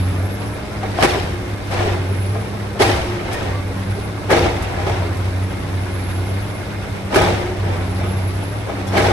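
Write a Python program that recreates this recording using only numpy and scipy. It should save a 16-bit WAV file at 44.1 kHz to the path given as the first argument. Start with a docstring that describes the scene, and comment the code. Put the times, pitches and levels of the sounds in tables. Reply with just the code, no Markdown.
"""Rubble field between house walls: an excavator tears at a concrete and brick building.
Blows of the steel tool shape noise into cracks, wall echoes and thuds, and set damped boom modes ringing;
broken brick pours down as short modal knocks. A six-cylinder diesel, a sum of cycle harmonics and noise,
changes speed and swells under load, while a turbo tone glides after the load and the hydraulics hiss.
A second engine drones far off."""
import sys
import numpy as np
from scipy import signal
from scipy.fft import rfft, irfft, next_fast_len
from scipy.io import wavfile
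from scipy.ndimage import uniform_filter1d, minimum_filter1d

SR = 44100
rng = np.random.default_rng(int(sys.argv[2]) if len(sys.argv) > 2 else 0)


def transcribe(signal):
    """Save signal, clipped to [-1, 1], as a 16-bit WAV file at the path in sys.argv[1]."""
    frames = np.atleast_2d(signal).T
    limited = np.clip(frames, -1, 1)
    pcm = np.round(limited * 32767).astype(np.int16)
    wavfile.write(sys.argv[1], SR, pcm)


N = 402191
TIME = np.arange(N) / SR
SIZE = next_fast_len(N, real=True)
BINS = np.maximum(np.arange(SIZE // 2 + 1) * SR / SIZE, 1)  # f/Hz of each Fourier bin


def from_db(db):
    """Logarithmic level: decibels to amplitude gain."""
    return 10 ** (np.asarray(db) / 20)


def rms_one(x):
    """Normalisation to unit mean power."""
    return x / np.sqrt(np.mean(x ** 2) + 1e-20)


def at_bins(points):
    """Spectral interpolation: a table over log frequency, read at every bin."""
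    hz, value = np.transpose(points)
    return np.interp(np.log(BINS), np.log(hz), value)


def drift(rate_hz):
    """Random modulation: low-passed noise of unit rms."""
    return rms_one(irfft(rfft(rng.standard_normal(SIZE)) / (1 + (BINS / rate_hz) ** 2))[:N])


def band(x, low_hz, high_hz):
    """Causal band-pass filtering."""
    sos = signal.butter(2, [low_hz, min(high_hz, SR / 2 - 1)], "band", fs=SR, output="sos")
    return signal.sosfilt(sos, x)


def hiss():
    """Incoherence: two independent white noises."""
    return rng.standard_normal((2, N))


def delayed(x, s):
    """Propagation delay: the same signal, later."""
    return np.interp(TIME - s, TIME, x)


def swell(start, end):
    """Smooth envelope: a rounded rise and fall."""
    return np.sqrt(np.clip(4 * (TIME - start) * (end - TIME) / (end - start) ** 2, 0, 1))


def linger(power, t60):
    """Reverberation: power builds up and dies away exponentially, 60 dB per t60."""
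    r = from_db(-120 / (t60 * SR))
    return signal.lfilter([1 - r], [1, -r], power + 1e-18)


def dying(age, db, t60):
    """Exponential decay: gain of a sound that starts at a level and dies away."""
    return from_db(db - 60 * age / t60)


def grains(per_s, spread_db):
    """Impulsive noise: random clicks, a few much larger than the rest, on two independent channels."""
    sizes = from_db(spread_db * np.minimum(rng.exponential(1, N), 4))
    return rms_one(hiss() * sizes * (rng.random(N) < per_s / SR))


def clunks(per_s, cycles, top_hz, size_db=1.7):
    """Modal impact: random strikes, each with its own size, place and three briefly ringing modes."""
    out = np.zeros((2, N + SR))
    for when, pitch, size, place, second, third in rng.random((int(per_s * N / SR), 6)):
        ratios = np.array([[1], [1.25 + .6 * second], [2 + third]])
        hz = 330 * (top_hz / 330) ** pitch * ratios
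        t60 = min(cycles / hz[0, 0] + .015, .2)
        age = np.arange(int(t60 * SR)) / SR
        modes = np.sin(2 * np.pi * hz * age).sum(axis=0)
        rung = modes * dying(age, 0, t60) / np.sqrt(t60) * np.minimum(age / .002, 1)
        strength = from_db(size_db * min(-np.log(1 - size), 2.5))
        start, angle = int(when * N), 2 * np.pi * place
        out[:, start:start + len(age)] += strength * np.sqrt(hz[0]) * rung * [[np.cos(angle)], [np.sin(angle)]]
    return rms_one(out[:, :N])


# Left-right correlation of the sound field: f/Hz, correlation
CORRELATION = [(90, 0.92), (250, 0.6), (450, 0.56), (650, 0.28), (1000, 0.22), (1600, 0.25), (2800, -0.32),
               (3900, 0.39), (4900, -0.34), (7000, 0.29), (8700, 0.51), (10000, 1)]


def spread(pair, spectrum):
    """Spatial coherence: colour two independent signals, mix them to a set correlation; rms 1."""
    mid, side = rfft(pair, SIZE) * from_db(at_bins(spectrum))
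    alike = np.clip(at_bins(CORRELATION), -1, 1)
    return rms_one(irfft(np.sqrt(1 + alike) * mid + np.sqrt(1 - alike) * side * [[1], [-1]])[:, :N])


# Tool on masonry: yield t/s, level/dB, treble re level/dB, thud re level/dB, bite duration t/s
BLOWS = [(.826, -27.5, -3.5, -2, 0.016), (1.021, -19, 6.5, -6, 0.089), (1.712, -30.5, 11.5, -14, 0.005),
         (1.795, -25.5, 2, -10, 0.03), (2.342, -29, -22, -17, 0.011), (2.797, -14, 5.5, -9, 0.009),
         (3.31, -31, 8.5, -13, 0.02), (4.303, -11, -1, -8, 0.017), (4.605, -36, 4, -15, 0.02),
         (4.79, -28, -1, -20, 0.03), (4.865, -22.5, -1.5, -16, 0.003), (7.155, -14, 2, -4.5, 0.059),
         (7.633, -30, -17, -16, 0.055), (8.004, -26, -16, -2, 0.028), (8.665, -25.5, -26, -10, 0.0031),
         (8.967, -14.5, 1.5, -7, 0.064), (9.04, -20, 1.5, -14, 0.023)]
ATTACK_S, CRUSH_S = 0.004, 0.035
# bite level against the yield; its treble is lower by the second value
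BITE_DB, BITE_TREBLE_DB = 1, -4.5


def crushing(levels_db, bite_db=BITE_DB):
    """Load and yield: power grows as the tool bites, then the masonry gives and is crushed for a moment."""
    power = np.zeros(N)
    for (s, _, _, _, bite_s), db in zip(BLOWS, levels_db):
        near = slice(int((s - bite_s) * SR), int((s + CRUSH_S) * SR))
        age = TIME[near] - s
        bite = from_db(2 * bite_db) * np.clip(1 + age / max(bite_s, 1 / SR), 0, 1) ** 2
        power[near] += from_db(2 * db) * np.maximum(bite, np.clip(age / ATTACK_S, 0, 1))
    return linger(power, t60=.06)


# Breaking concrete, relative spectrum: f/Hz, level/dB
CRUSH = [(60, -13), (210, -4), (300, 4), (420, 0), (540, 0), (800, 2), (1050, -7), (1350, -9), (1720, -9),
         (2500, -10.5), (3600, -13.5), (5200, -14), (8000, -17.5), (11000, -21.5)]
# Modes of boom and tool, before the common steel gain: f/Hz, level/dB, t60/s
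STEEL = [(355.3, -7.5, 1), (375.3, -12, 0.068), (445.5, -11.5, 0.71), (483, -21, 0.39),
         (622.5, -11.5, 0.16), (800, -14, 0.33), (1263, -19.5, 0.36), (1670, -21, 0.12), (1840, -35, 0.7),
         (2300, -20, 0.26), (3860, -30, 0.6), (3630, -21, 0.93), (5633, -30, 0.45), (5931, -25, 0.59)]


def crashes(direct_db=-1.5, low_t60=1.0, high_t60=0.9, split_hz=1040.0, wall_s=0.024,
            thud_t60=0.99, thud_db=-1.5, steel_db=3.5, crack_db=-7.5, chunk_db=-6.5):
    """Impact and reverberation: dense cracks, their wash between walls, a slab thud and ringing steel."""
    _, level, treble, thud, _ = np.transpose(BLOWS)
    chunks = from_db(chunk_db) * clunks(per_s=330, cycles=30, top_hz=3223)
    cracks = spread(hiss() + from_db(crack_db) * grains(4000, 1.0) + chunks, CRUSH)
    cracks = cracks * from_db(.8 * drift(120))
    wash = spread(hiss() + from_db(-8) * clunks(per_s=260, cycles=40, top_hz=3500), CRUSH)
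    low_pass = signal.butter(1, split_hz, fs=SR)
    cracks_low, wash_low = signal.lfilter(*low_pass, cracks), signal.lfilter(*low_pass, wash)
    body, edge = crushing(level), crushing(level + treble, BITE_DB + BITE_TREBLE_DB)
    out = np.zeros((2, N))
    for power, near, far, t60 in [(body, cracks_low, wash_low, low_t60),
                                  (edge, cracks - cracks_low, wash - wash_low, high_t60)]:
        returned = delayed(linger(power, t60), wall_s)
        out += from_db(direct_db) * np.sqrt(power) * near + np.sqrt(returned) * far
    # the floor slab shudders on after the bite
    shudder = rms_one(band(band(hiss()[0], 65, 154), 41, 440))
    out += from_db(thud_db) * np.sqrt(linger(crushing(level + thud), thud_t60)) * shudder
    for hz, db, t60 in STEEL:
        # reflections blur each mode, and shift it between the ears more the higher it is
        phase = 2 * np.pi * np.cumsum(hz + (5 + hz / 250) * drift(26.1)) / SR
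        ear_shift = np.array([[0], [min(hz / 1500, 1.5)]])  # radians
        out += from_db(steel_db + db) * np.sqrt(linger(body, t60)) * np.sin(phase + ear_shift)
    return out


# Sharp splits of concrete and brick: t/s, crack level/dB, t60/s, brick crunch re crack/dB
FRACTURES = [(.832, -27, .06, -7), (1.008, -21, 0.045, 2), (1.025, -7, 0.094, -11), (1.033, -13, 0.054, -6),
             (1.046, -12, 0.086, -9), (1.709, -31, 0.16, 3), (2.355, -34, 0.055, -1),
             (2.805, -16.5, 0.11, -10), (2.819, -11.5, 0.072, -10), (2.995, -29, .07, 2),
             (4.305, -25, .12, 7), (4.317, -24, .1, 5), (4.365, -19, .08, -3), (4.867, -23, 0.064, -10),
             (4.897, -25, .05, -12), (7.159, -10, 0.084, -1), (7.194, -20, .04, -5), (7.217, -19, 0.066, 0),
             (7.238, -21, .05, -2), (7.274, -23, 0.041, -7), (8.972, -16.5, .08, 0), (8.992, -23, .08, -2)]
# Crunch of splitting brick, relative spectrum: f/Hz, level/dB
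CRUNCH = [(700, -27), (1150, 4), (1650, 0.5), (2200, 1), (2800, -42), (6000, -15)]


def fractures():
    """Brittle fracture: each split starts at once and decays exponentially; brick adds its crunch."""
    crack, crunch = np.zeros((2, N))
    for s, db, t60, crunch_db in FRACTURES:
        near = slice(int(s * SR), int((s + 2 * t60) * SR))
        level = dying(TIME[near] - s, db, t60)
        crack[near] += level
        crunch[near] += level * from_db(crunch_db)
    concrete = crack * spread(hiss() + grains(6000, 1.0), CRUSH)
    return concrete + crunch * spread(hiss() + grains(3000, 1.0), CRUNCH)


# Later slides of loosened brick, before the slide decay: start t/s, end t/s, level/dB
SLIDES = [(1.692, 1.906, -23), (3.085, 3.486, -27), (4.54, 4.954, -26.5), (7.525, 7.808, -30.5)]
SLIDE_T60_S = 0.77
# every blow sheds brick; the level is against the blow
SHED_DELAY_S, SHED_DB, SHED_T60_S = 0.098, -6, 1.0


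def pouring():
    """Energy summation: falling brick shed by each blow, plus the later slides."""
    shed_power = crushing(np.array(BLOWS)[:, 1] + SHED_DB)
    shed = linger(delayed(shed_power, SHED_DELAY_S), SHED_T60_S)
    slides = sum(from_db(2 * db) * swell(start, end) for start, end, db in SLIDES)
    return np.sqrt(shed + linger(slides, SLIDE_T60_S))


# Brick fragments, relative spectrum: f/Hz, level/dB
BRICK = [(100, 3), (250, 2), (400, 3.5), (800, 1.5), (1100, -8.5), (2000, -8.5), (3000, -12), (5000, -18.5),
         (8000, -18.5), (11000, -60)]


def rubble(pieces_per_s=110.0, ring_cycles=77.0, fragment_db=-7.5, grit_db=-5.0, lumps_per_s=36.0, lump_db=-10.0):
    """Superposed random impacts: fragments clack over grit and diffuse hiss, with lower-pitched lumps."""
    fragments = from_db(fragment_db) * clunks(pieces_per_s, ring_cycles, top_hz=2802)
    lumps = from_db(lump_db) * clunks(lumps_per_s, cycles=27, top_hz=589)
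    pieces = fragments + hiss() + from_db(grit_db) * grains(2500, 1.2)
    return (spread(pieces, BRICK) + lumps) * pouring() * from_db(1.3 * drift(4))


def ring(clicks, hz, t60):
    """Damped resonator: a unit click sets a sine of height 1 ringing."""
    r, w = from_db(-60 / (t60 * SR)), 2 * np.pi * hz / SR
    return signal.lfilter([0, np.sin(w)], [1, -2 * r * np.cos(w), r * r], clicks + 1e-18)


# Big lumps of masonry knocking down: t/s, lower mode f/Hz, its level/dB
KNOCKS = [(.832, 767, -16.5), (.84, 380, -25), (.988, 717, -9), (1.031, 374, -8), (1.046, 567, -12),
          (1.155, 620, -17), (1.162, 400, -15), (1.803, 720, -17), (1.865, 417, -17), (1.921, 387, -24),
          (1.965, 350, -20), (2.107, 422, -25), (2.356, 690, -19), (2.361, 444, -20), (2.552, 610, -30),
          (2.805, 432, -5.5), (2.826, 780, -11.5), (2.888, 334, -14), (2.93, 754, -21), (2.997, 106, -21),
          (3.427, 357, -24), (3.971, 408, -20), (4.311, 530, -9), (4.363, 464, -11), (4.425, 395, -19),
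          (4.785, 800, -22), (4.825, 450, -23), (4.866, 362, -15), (4.872, 685, -21), (4.897, 706, -21),
          (4.969, 352, -34), (5.022, 616, -19), (5.05, 418, -19.5), (5.11, 764, -24), (7.161, 375, -1.5),
          (7.212, 830, -12), (7.236, 830, -13), (7.273, 856, -15), (7.304, 640, -19), (7.88, 397, -24.5),
          (8.69, 677, -26), (8.935, 700, -19), (8.958, 380, -13.5), (8.985, 340, -17), (9.007, 810, -18),
          (9.108, 790, -13)]
KNOCK_T60_S = 0.073


def knocks(overtone=1.507, overtone_db=-9.5, wall_s=0.015, wall_db=-2.5):
    """Modal impact and reflection: a lump sounds two short modes, and a wall sends them back."""
    out = np.zeros(N)
    for s, hz, db in KNOCKS:
        click = np.zeros(N)
        click[round(s * SR)] = from_db(db)
        out += ring(click, hz, KNOCK_T60_S)
        out += from_db(overtone_db) * ring(click, hz * overtone, KNOCK_T60_S / overtone)
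    # the echo reaches the right sooner
    return np.array([out + from_db(wall_db) * delayed(out, lag) for lag in (wall_s, wall_s / 2)])


# Heavy pieces of slab landing: t/s, lower mode f/Hz, its level/dB
SLABS = [(1.006, 59, -18.5), (2.88, 77, -19), (4.316, 56, -21), (4.42, 66.6, -20), (7.29, 70, -24),
         (8.98, 62.6, -21)]


def slabs(slab_t60=0.58, rise_s=0.016, overtone=1.2, overtone_db=-2.0, rumble_db=-6.5, rumble_t60=4.6):
    """Low-frequency modes: a slab lands softly on two; the building's frame rumbles on after blows."""
    out = np.zeros(N)
    for s, hz, db in SLABS:
        near = slice(int(s * SR), int(s * SR) + SR)
        age = np.maximum(TIME[near] - s, 0)
        modes = np.sin(2 * np.pi * hz * age) + from_db(overtone_db) * np.sin(2 * np.pi * hz * overtone * age)
        out[near] += modes * np.minimum(age / rise_s, 1) * dying(age, db, slab_t60)
    shaking = np.sqrt(linger(crushing(np.array(BLOWS)[:, 1]), rumble_t60))
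    return out + from_db(rumble_db) * shaking * rms_one(band(hiss()[0], 52, 89))


# Splinters, before the decay filter: t/s, level/dB
CHIPS = [(1.031, -20), (2.821, -16), (3.33, -25), (4.625, -28.5), (5.17, -35), (7.147, -21.5), (8.873, -28)]


def chips(chip_t60=0.1, low_hz=4770.0, high_hz=12000.0):
    """Band-limited transient: small splinters snap off with a bright tick."""
    power = np.zeros(N)
    for s, db in CHIPS:
        power += from_db(2 * db) * (np.abs(TIME - s) < .004)
    bright = band(spread(hiss(), [(3000, -2), (11000, 2)]), low_hz, high_hz)
    return np.sqrt(linger(power, chip_t60)) * rms_one(bright)


# Groans of the boom as it is worked: start t/s, end t/s, level/dB before the fits
GROANS = [(1.278, 1.56, -23.5), (1.783, 2.04, -25.5), (2.882, 3.33, -23), (7.363, 7.623, -22.5)]


def boom_groan(hz=358.0, waver_hz=5.67):
    """Friction-driven resonance: rubbing keeps the boom's lowest mode sounding, in fits."""
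    level = sum(from_db(db) * swell(start, end) for start, end, db in GROANS)
    fits = from_db(2.5 * drift(30) - 3.5)
    return level * fits * np.sin(2 * np.pi * np.cumsum(hz + waver_hz * drift(26.8)) / SR)


# Thin squeaks of steel: start t/s, end t/s, f/Hz, left level/dB, right re left/dB
SQUEAKS = [(.615, .675, 4990, -47, 3), (.695, .745, 5010, -48, 3), (0.755, 0.824, 4980, -49, 3),
           (3.33, 3.386, 1850, -34.5, 3), (3.43, 3.572, 1840, -38, -4), (3.514, 3.63, 1157, -38, 5),
           (6.762, 6.85, 5020, -52, 5), (8.868, 8.9, 3400, -42, 2), (8.875, 8.91, 5430, -40, 5)]


def squeaks(waver_share=0.0045):
    """Stick-slip: dry steel sounds a high, unsteady note."""
    phase = 2 * np.pi * np.cumsum(1 + waver_share * drift(150)) / SR
    return sum(from_db(db) * swell(start, end) * np.sin(hz * phase) * from_db([[0], [right_db]])
               for start, end, hz, db, right_db in SQUEAKS)


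PULL_RAMP_S = 0.123


def pull(start, end):
    """Linear load ramp: a pull builds up, holds and lets go."""
    return np.clip(.5 + np.minimum(TIME - start, end - TIME) / PULL_RAMP_S, 0, 1)


# Hydraulics pulling on the engine: start t/s, end t/s, load/dB, turbo target f/Hz
PULLS = [(-.3, 0.324, 10, 11370), (1.704, 2.373, 7, 11060), (3.446, 3.982, 5, 11070),
         (4.756, 5.495, 7.5, 10890), (5.633, 6.4, 7.5, 11280), (7.166, 7.375, 5.5, 10600),
         (7.575, 8.437, 8, 11240), (8.878, 9.398, 7.5, 11100)]


def effort():
    """Superposition of loads: total engine load in dB."""
    return sum(db * pull(start, end) for start, end, db, _ in PULLS)


def flutter(depth_db):
    """Independent band modulation: each half octave of the middle range of two noises flutters by itself."""
    noise, edges = hiss(), np.geomspace(450, 5000, 8)
    whole = rfft(noise, SIZE)
    for low, high in zip(edges, edges[1:]):
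        part = irfft(whole * (BINS >= low) * (BINS < high))[:, :N]
        noise = noise + part * (from_db(depth_db * drift(22)) - 1)
    return noise


# Engine speed: t/s, firing rate f/Hz before slight random wander
SPEED = [(0.0, 93.0), (0.2, 93.0), (0.38, 101.8), (0.76, 103.6), (1.04, 95.8), (1.38, 94.2), (1.44, 97.6),
         (1.58, 100.0), (2.02, 94.0), (2.26, 97.2), (2.42, 103.0), (2.76, 100.6), (2.88, 103.0),
         (3.36, 99.2), (3.52, 96.4), (3.86, 96.0), (4.06, 103.0), (4.36, 99.0), (4.48, 94.8), (4.7, 95.8),
         (4.78, 92.8), (5.24, 94.4), (5.36, 93.0), (5.48, 95.6), (5.8, 94.2), (5.9, 95.6), (6.12, 92.6),
         (6.52, 102.8), (6.66, 103.6), (6.86, 98.0), (7.52, 98.2), (7.8, 94.0), (8.36, 95.8), (8.6, 104.4),
         (8.86, 96.0), (9.12, 97.2)]
# Exhaust lines: multiple of the six-firing cycle, relative level/dB
ORDERS = [(2, -25), (4, -24), (7, -20.5), (9, -34), (10, -20), (12, -11.5), (17, -16.5), (18, -21),
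          (20, -23), (22, -20), (24, -25), (26, -24.5), (28, -25.5), (36, -28)]
# Engine clatter and fan, relative spectrum: f/Hz, level/dB
MACHINE = [(25, -28), (42, -16), (62, -2), (98, 0), (160, -6), (225, -9.5), (290, -9.5), (480, -12.5),
           (800, -14), (1200, -20), (1520, -19.5), (1800, -22.5), (2100, -23.5), (2550, -23), (3000, -26),
           (4100, -27), (7000, -29), (9500, -31), (11000, -31.5)]
# levels with no pull; share of the load that the clatter follows
EXHAUST_DB, MACHINE_DB, MACHINE_FOLLOWS = -28.5, -27.5, 0.081


def diesel(waver_db=3.0, throb=0.075, patchy_db=0.66, overtone_db=-25.5, load_share=0.27, surge_db=1.5,
           hood_hz=611.0, hood_width_hz=18.0, hood_db=12.0):
    """Harmonic source and resonance: firing tone, unequal-cylinder lines that bloom at the hood, clatter."""
    firing_hz = np.interp(TIME, *np.transpose(SPEED))
    cycle_hz = firing_hz * (1 + .002 * drift(13.6)) / 6
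    cycle = 2 * np.pi * np.cumsum(cycle_hz) / SR
    firing = np.sin(6 * cycle)
    tone = from_db(EXHAUST_DB + effort() + surge_db * drift(7)) * firing
    lines = 0
    for k, db in ORDERS:
        bloom = hood_db / (1 + ((k * cycle_hz - hood_hz) / hood_width_hz) ** 2)
        lines += from_db(db + bloom + waver_db * drift(1.6)) * np.sin(k * cycle + 2 * np.pi * rng.random())
    lines = lines * from_db(overtone_db + load_share * effort())
    pulsing = 1 + throb * firing
    clatter = spread(flutter(1.3) * pulsing * from_db(patchy_db * drift(21)), MACHINE)
    return np.sqrt(2) * (tone + lines) + clatter * from_db(MACHINE_DB + MACHINE_FOLLOWS * effort())


def rattle(rattle_db=-9.5, touches_per_s=130.0, ring_cycles=170.0):
    """Random modal contacts: loose panels and track links clatter, their level following engine load."""
    colour = [(300, 6.0), (700, 0.5), (1200, -5.5), (2200, -12.0), (4000, -20.0)]  # f/Hz, level/dB
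    touches = spread(clunks(touches_per_s, ring_cycles, top_hz=2001), colour)
    return touches * from_db(MACHINE_DB + MACHINE_FOLLOWS * effort() + rattle_db)


# Hydraulic hiss bands: f/Hz, width f/Hz, right mean level/dB, left re right/dB
PUMP = [(2127, 66, -51, -1.5), (3602, 120, -58, 2)]
# the turbo follows the pulls with a time constant and a delay
SPOOL_S, SPOOL_DELAY_S, TURBO_REST_HZ, TURBO_FIRST_HZ = .26, .05, 10300, 11100
# its level grows with pitch, between rest and full; both before flicker
TURBO_REST_DB, TURBO_FULL_DB, TURBO_FULL_HZ = -60, -40.5, 10950


def whistles(blur_hz=59.8):
    """First-order lag: turbo pitch and level follow the load late; hydraulics hiss as narrow-band noise."""
    r = np.exp(-1 / (SPOOL_S * SR))
    target_hz = TURBO_REST_HZ + sum((hz - TURBO_REST_HZ) * pull(start, end) for start, end, _, hz in PULLS)
    spooled_hz = signal.lfilter([1 - r], [1, -r], target_hz, zi=[TURBO_FIRST_HZ])[0]
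    turbo_hz = delayed(spooled_hz, SPOOL_DELAY_S)
    level_db = np.interp(turbo_hz, [TURBO_REST_HZ, TURBO_FULL_HZ], [TURBO_REST_DB, TURBO_FULL_DB])
    flicker = from_db(3.5 * drift(25) - .8)
    phase = 2 * np.pi * np.cumsum(turbo_hz + blur_hz * drift(110)) / SR
    out = flicker * from_db(level_db) * np.sin(phase)
    for hz, width, db, left_db in PUMP:
        narrow = rms_one(band(hiss()[0], hz - width / 2, hz + width / 2))
        out = out + from_db(db + 2 * drift(5.4)) * narrow * from_db([[left_db], [0]])
    return out


# Lines of the distant engine: multiple of its cycle, rms level/dB before waver
FAR_LINES = [(3, -52), (5, -44), (6, -41), (10, -36)]
FAR_CYCLE_HZ = 10.55


def far_engine(waver_db=2.0):
    """Beating: a steady harmonic drone whose top line lies close to the excavator's firing tone."""
    cycle = 2 * np.pi * np.cumsum(FAR_CYCLE_HZ * (1 + .003 * drift(1))) / SR
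    lines = sum(from_db(db + waver_db * drift(2)) * np.sin(k * cycle + 2 * np.pi * rng.random())
                for k, db in FAR_LINES)
    return np.sqrt(2) * lines


def scene():
    """Superposition of all sources, with the diesel a little to the right by level difference."""
    masonry = crashes() + fractures() + rubble() + knocks() + slabs() + chips()
    machine = diesel() * from_db([[-.4], [.4]]) + rattle() + whistles() + boom_groan() + squeaks()
    return masonry + machine + far_engine()


# Response of each microphone: f/Hz, level/dB
LEFT_MIC = [(300, -0.5), (850, 1), (2150, 0.5), (4000, -1.5), (5300, 1), (7200, -6.5), (8600, -5.5),
            (10500, -1.5), (11500, -5), (12600, -34)]
RIGHT_MIC = [(300, -0.5), (850, -2), (2150, 3), (4000, -2), (5300, -9.5), (7200, -16), (8600, -6.5),
             (10500, -5), (11500, -3), (12600, -33)]
# Phase lag of the left port in the top treble: f/Hz, lag/turns
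PORT_LAG = [(8700, 0), (10200, .5), (11750, 1)]
CUTOFF_HZ = 12900


def record(dry):
    """Transfer functions: microphone colour, left port phase, a peak limiter, then a steep low-pass."""
    left = from_db(at_bins(LEFT_MIC)) * np.exp(-2j * np.pi * at_bins(PORT_LAG))
    pair = irfft(rfft(dry, SIZE) * np.array([left, from_db(at_bins(RIGHT_MIC))]))[:, :N]
    headroom = np.minimum(1, .93 / (np.abs(pair).max(axis=0) + 1e-9))
    gain = uniform_filter1d(minimum_filter1d(headroom, size=41), size=41)
    return signal.sosfilt(signal.ellip(10, .1, 80, CUTOFF_HZ, fs=SR, output="sos"), pair * gain)


dry = scene()
out = record(dry)
transcribe(out)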